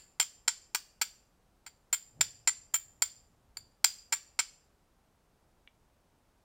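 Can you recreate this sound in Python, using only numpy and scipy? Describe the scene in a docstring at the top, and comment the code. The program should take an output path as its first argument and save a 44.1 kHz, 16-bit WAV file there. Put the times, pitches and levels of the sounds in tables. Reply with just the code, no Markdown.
"""A steel striker hits a flint in three bursts, a few metres away in a woodland hollow.
Each stroke is a sharp blow; the steel then chatters along the stone's edge and clinks.
Afterwards the flint ticks once in the fingers. Ground, banks and trees scatter the sound.
Underneath: still forest air and a brief low rumble."""
import sys
import numpy as np
from scipy import signal
from scipy.fft import rfft, irfft
from scipy.io import wavfile

SR = 44100
rng = np.random.default_rng(int(sys.argv[2]) if len(sys.argv) > 2 else 0)


def materialize(psi):
    """Save the field psi as 16-bit PCM at rate SR to the path in sys.argv[1].

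    A 1-D psi becomes a single channel; in a 2-D psi each row is a channel.
    """
    bounded = np.clip(np.atleast_2d(psi).T, -1, 1)
    quanta = np.round(bounded * 32767).astype(np.int16)
    wavfile.write(sys.argv[1], SR, quanta)


N = 283994


def stroke(strength_db, length_s, scrape_db, glance_db, clink_db, note_hz, note_db):
    """Blow and scrape ring steel and flint. Returns the direct sound and that sent into the wood."""
    # short-lived peaks colouring the direct crack, partly from reflections off hands, knees
    # and ground: f/Hz, width/Hz, gain/dB
    colour_peaks = [(320, 160, -16), (945, 130, 7.5), (1480, 480, 10.5), (2180, 410, 10), (3180, 210, 6.5),
                    (4320, 150, 7.5), (5100, 1600, 10), (5220, 230, 0), (6200, 130, -11.5), (8000, 830, 5),
                    (9090, 240, -5), (12100, 2300, -2.5), (12700, 2000, -1), (15500, 630, -2)]
    # steel modes (finger-damped clink, highest pings, lower ring): f/Hz, level/dB, t60/s
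    clink_modes = [(7150, -4, .04), (7220, 0, .052), (7295, -1, .056), (7370, -2, .048), (7480, -6, .025),
                   (7950, -8, .003)]
    ping_modes = [(9110, -2, .05), (12950, -1, .045), (15230, 0, .055), (15400, -3, .04)]
    low_modes = [(4420, -5, .05), (4570, -1, .1), (4750, 1, .14), (4880, -2, .06), (5030, -3, .05),
                 (5220, -5, .04)]
    t = np.arange(SR // 5) / SR
    bands_db, ring_db, ping_db = voicing(strength_db, length_s, scrape_db, glance_db)
    force = unit_energy(blow(t)) + from_db(scrape_db) * unit_energy(scrape(t, length_s))
    clink = at_level(ring(force, clink_modes, detune=.0023), strength_db + clink_db)
    ping = at_level(ring(force, ping_modes, vary_db=3.5, detune=.0053), ping_db)
    low_ring = at_level(ring(force, low_modes, vary_db=3, detune=.0034), ring_db)
    # the flint's own note, set by where it is hit and how it is held
    note = at_level(ring(force, [(note_hz, 0, .024)]), strength_db + note_db)
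    tones = clink + ping + note
    coloured = detour_notches(resonate(force, colour_peaks))
    ahead = balance_bands(coloured, *bands_db) + tones + from_db(-9.5) * low_ring
    around = balance_bands(force, *bands_db) + from_db(-3) * tones + low_ring
    return ahead, around


def voicing(strength_db, length_s, scrape_db, glance_db, usual_db=-36, contact_loss_db_per_s=279.5):
    """Levels/dB of a stroke. A hard, clean blow cracks more and knocks less; contact damps the ring."""
    harder_db = strength_db - usual_db
    tilt_db = 1.19 + .12 * harder_db - .13 * scrape_db
    bands_db = strength_db + np.array([-tilt_db, tilt_db, glance_db])   # knock, crack, fizz
    ring_db = strength_db - 2.5 - contact_loss_db_per_s * length_s
    ping_db = strength_db - 6.5 + glance_db - .61 * harder_db
    return bands_db, ring_db, ping_db


def blow(t, smear_s=.0014, bounce=.55):
    """One hard impact, smeared by rebounds and by nearby hands and knees."""
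    force = signal.unit_impulse(len(t))
    for k in range(3):   # all-pass stages
        gap = np.zeros(int(SR * smear_s * rng.uniform(.8, 1.2) / 2 ** k))
        force = signal.lfilter(np.r_[-bounce, gap, 1], np.r_[1, gap, -bounce], force + 1e-18)
    return cut(force, 100, "high", order=1)


def scrape(t, length_s, slip_s=.0032, slip_decay_s=.0014, fade_db=6.5, low_hz=1200):
    """Steel catches and slips along the edge; each slip breaks off a puff of grit."""
    slips_s = slip_s + np.cumsum(np.r_[0, slip_s * rng.uniform(.55, 1.45, 15)])
    sizes = from_db(2 * rng.standard_normal(len(slips_s)) - fade_db * slips_s / length_s)
    pressure = sum(size * (t >= s) * np.exp(-abs(t - s) / slip_decay_s)
                   for s, size in zip(slips_s, sizes) if s <= max(length_s, slip_s))
    return cut(grit(t, per_s=12000, spread_db=3) * pressure, low_hz, "high")


def grit(t, per_s, spread_db):
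    """Impulses of uneven size at random times."""
    hits = rng.random(len(t)) < per_s / SR
    signs = rng.choice([-1, 1], len(t))
    return hits * signs * from_db(spread_db * rng.standard_normal(len(t)))


def ring(force, modes, vary_db=0, detune=0, skirt_hz=500):
    """Decaying modes; the grip varies level and pitch per stroke by vary_db and detune."""
    out = 0
    for hz, db, t60_s in modes:
        hz = hz * (1 + detune * rng.normal())
        r, w = from_db(-60 / (t60_s * SR)), 2 * np.pi * hz / SR
        mode = signal.lfilter([1], [1, -2 * r * np.cos(w), r * r], force + 1e-18)
        mode = resonate(mode, [(hz, skirt_hz, 0)])   # brief swell, narrow spectrum
        out = out + from_db(db + vary_db * rng.normal()) * unit_energy(mode)
    return out


def balance_bands(x, knock_db, crack_db, fizz_db, knock_hz=2700, fizz_hz=10000):
    """Set three band levels: a square blow knocks, a glancing one is thin and fizzes."""
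    knock, rest = cut(x, knock_hz, "low", order=5), cut(x, knock_hz, "high", order=5)
    crack, fizz = cut(rest, fizz_hz, "low", order=5), cut(rest, fizz_hz, "high", order=5)
    return at_level(knock, knock_db) + at_level(crack, crack_db) + at_level(fizz, fizz_db)


def detour_notches(x):
    """Detours past hands and knees meet the direct sound out of phase."""
    # cancelled bands: f/Hz, width/Hz
    notches = [(620, 160), (1135, 150), (1750, 150), (5900, 200), (10100, 1200)]
    for hz, width_hz in notches:
        x = signal.lfilter(*signal.iirnotch(hz, hz / width_hz, fs=SR), x + 1e-18)
    return x


def flint_tick(db, soft_hz=3900):
    """A light, dull touch of the stone in the fingers."""
    # flint resonances: f/Hz, width/Hz, gain/dB
    flint_bands = [(1990, 95, 2.06), (2310, 142, 11), (2820, 160, 9.9), (3340, 90, 5.7)]
    touch = blow(np.arange(SR // 10) / SR, smear_s=.0002)
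    return at_level(cut(resonate(touch, flint_bands), soft_hz, "low", order=8), db)


def near_echoes(x, gain_db=-14.5, decay_s=.018, low_hz=1100):
    """Nearby ground, logs and camp gear return a quick spray of echoes."""
    t = np.arange(SR // 5) / SR
    spray = grit(t, per_s=2600, spread_db=1) * (t > .005) * np.exp(-t / decay_s)
    response = unit_energy(cut(spray, low_hz, "high"))
    return from_db(gain_db) * signal.fftconvolve(x, response)[:len(x)]


def woodland(x, gain_db=-17, build_s=.0064):
    """Banks and trunks give a diffuse tail that dies band by band."""
    # scatter: f/Hz, relative density/dB, t60/s
    scatter = [(300, -17.5, 0.16), (900, -9, 0.33), (1600, -9, 0.5), (2960, -5, .46), (4030, 3.5, 0.21),
               (4750, 3.5, 0.47), (6400, 0.5, 0.42), (7100, -0.5, 0.43), (8000, -5, 0.47),
               (10000, -7.5, 0.23), (12500, -7.5, 0.61), (14100, -6, 0.35), (15300, 3, 0.32)]
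    t = np.arange(SR * 3 // 4) / SR
    edges_hz = np.geomspace(250, 17000, 37)
    tail = 0
    for low, high in zip(edges_hz, edges_hz[1:]):
        hz = np.sqrt(low * high)
        decay = from_db(at_hz(scatter, hz) - 60 * t / at_hz(scatter, hz, column=2))
        tail = tail + cut(rng.standard_normal(len(t)), [low, high], "band") * decay
    tail = tail * (1 - np.exp(-(t / build_s) ** 2))
    return from_db(gain_db) * signal.fftconvolve(x, unit_energy(tail))[:len(x)]


def rumble(attack_s=.035, release_s=.065):
    """Swells of low noise rise, hold and die away."""
    # swells: t/s, hold/s, level/dB
    swells = [(2.19, .025, -55.5), (2.32, 1.2, -72.5), (3.61, .03, -68.5)]
    # rumble spectrum: f/Hz, relative density/dB
    spectrum = [(30, -23), (55, -9), (78, -3), (120, -4.5), (180, -12.5), (300, -22), (700, -24.5),
                (2000, -72)]
    t = np.arange(N) / SR
    envelope = 0
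    for s, hold_s, db in swells:
        before_s, after_s = np.maximum(s - t, 0), np.maximum(t - s - hold_s, 0)
        envelope = envelope + from_db(db) * np.exp(-before_s / attack_s - after_s / release_s)
    return envelope * noise(spectrum)


def forest_air(level_db=-69.5):
    """Still air: faint, steady, mostly low noise."""
    # air spectrum: f/Hz, relative density/dB
    spectrum = [(13, -41), (22, -3), (55, -5), (109, -11.5), (229, -14), (270, -17), (310, -17), (815, -19),
                (1540, -26), (1860, -29), (3150, -32.5), (8490, -36), (14700, -40.5), (16000, -46)]
    return from_db(level_db) * noise(spectrum)


def noise(spectrum):
    """Steady coloured noise, rms 1."""
    hz = np.maximum(np.fft.rfftfreq(N, 1 / SR), 1)
    shaped = rfft(rng.standard_normal(N)) * from_db(at_hz(spectrum, hz))
    return np.sqrt(N) * unit_energy(irfft(shaped, N))


def resonate(x, bands):
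    """Parallel resonators, each with its given peak gain."""
    out = 0
    for hz, width_hz, db in bands:
        r, w = np.exp(-np.pi * width_hz / SR), 2 * np.pi * hz / SR
        band = signal.lfilter([1, 0, -1], [1, -2 * r * np.cos(w), r * r], x + 1e-18)
        out = out + from_db(db) * (1 - r * r) / 2 * band
    return out


def cut(x, hz, kind, order=2):
    """Butterworth filter."""
    return signal.sosfilt(signal.butter(order, hz, kind, fs=SR, output="sos"), x + 1e-18)


def from_db(db):
    """Decibels to gain."""
    return 10 ** (np.asarray(db) / 20)


def unit_energy(x):
    """Scale to a sum of squares of 1."""
    return x / np.sqrt(np.sum(x ** 2) + 1e-20)


def at_level(x, db, stroke_s=.035):
    """Scale to the energy of rms level db held for stroke_s."""
    return unit_energy(x) * from_db(db) * np.sqrt(stroke_s * SR)


def at_hz(table, hz, column=1):
    """Interpolate a column over log frequency."""
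    table = np.array(table)
    return np.interp(np.log(hz), np.log(table[:, 0]), table[:, column])


def add(out, x, start_s):
    """Mix x into out from start_s >= 0."""
    i = round(start_s * SR)
    part = x[:len(out) - i]
    out[i:i + len(part)] += part


def scene():
    """Steel and flint with their echoes, over rumble and forest air; mono."""
    # strokes: t/s, strength/dB, scrape length/s, scrape re blow/dB, glancing fizz/dB, clink/dB,
    # flint note f/Hz, note/dB; fizz, clink and note re strength
    strokes = [(-0.075, -42, 0.024, 7, -4, 9, 4620, -5), (0.198, -34.5, 0.033, -4.5, -7.5, 6.5, 3185, 0.5),
               (0.478, -34, 0.016, -4, -14, 5, 5500, -12),
               (0.7467, -36.5, 0.0096, -1, -5.5, -1.5, 5540, -13.5),
               (1.0139, -36.5, 0.018, 1, -6.5, 4, 4700, -3.5),
               (1.6633, -56, 0.019, -1.5, -15, 3, 4710, -4.5), (1.9273, -40, 0.021, 2, -2, 12, 3204, -3),
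               (2.2088, -34, 0.0099, -4, -8.5, 7.5, 3690, -6.5),
               (2.4733, -35, .022, -2, -12.5, 9, 1990, -9), (2.7387, -41.5, 0.026, 6.5, 2.5, 14, 3174, 0),
               (3.0204, -37.5, .014, -6, -4.5, 10, 4770, -5), (3.5692, -56, .006, -7.5, -8, 7, 4674, 10.5),
               (3.843, -30.5, 0.0078, -11.5, -5, 5, 4990, -4.5),
               (4.1232, -36, 0.015, 6, -9, 5.5, 2200, -16), (4.3899, -34.5, .016, -0.5, -16, 4, 2140, -16)]
    # flint in the fingers: t/s, level/dB
    ticks = [(5.675, -60.5)]
    direct, scattered = np.zeros((2, SR + N))   # 1 s lead-in: striking is already under way
    for s, *settings in strokes:
        ahead, around = stroke(*settings)
        add(direct, ahead, 1 + s)
        add(scattered, around, 1 + s)
    for s, db in ticks:
        tick = flint_tick(db)
        add(direct, tick, 1 + s)
        add(scattered, from_db(-8) * tick, 1 + s)   # share that gets past the cupped hands
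    striking = direct + near_echoes(direct) + woodland(scattered)
    return (striking[SR:] + rumble() + forest_air())[None]


def record(dry):
    """Steep low-pass at 15.8 kHz."""
    return signal.sosfilt(signal.ellip(10, .2, 80, 15800, fs=SR, output="sos"), dry)


dry = scene()
out = record(dry)
materialize(out)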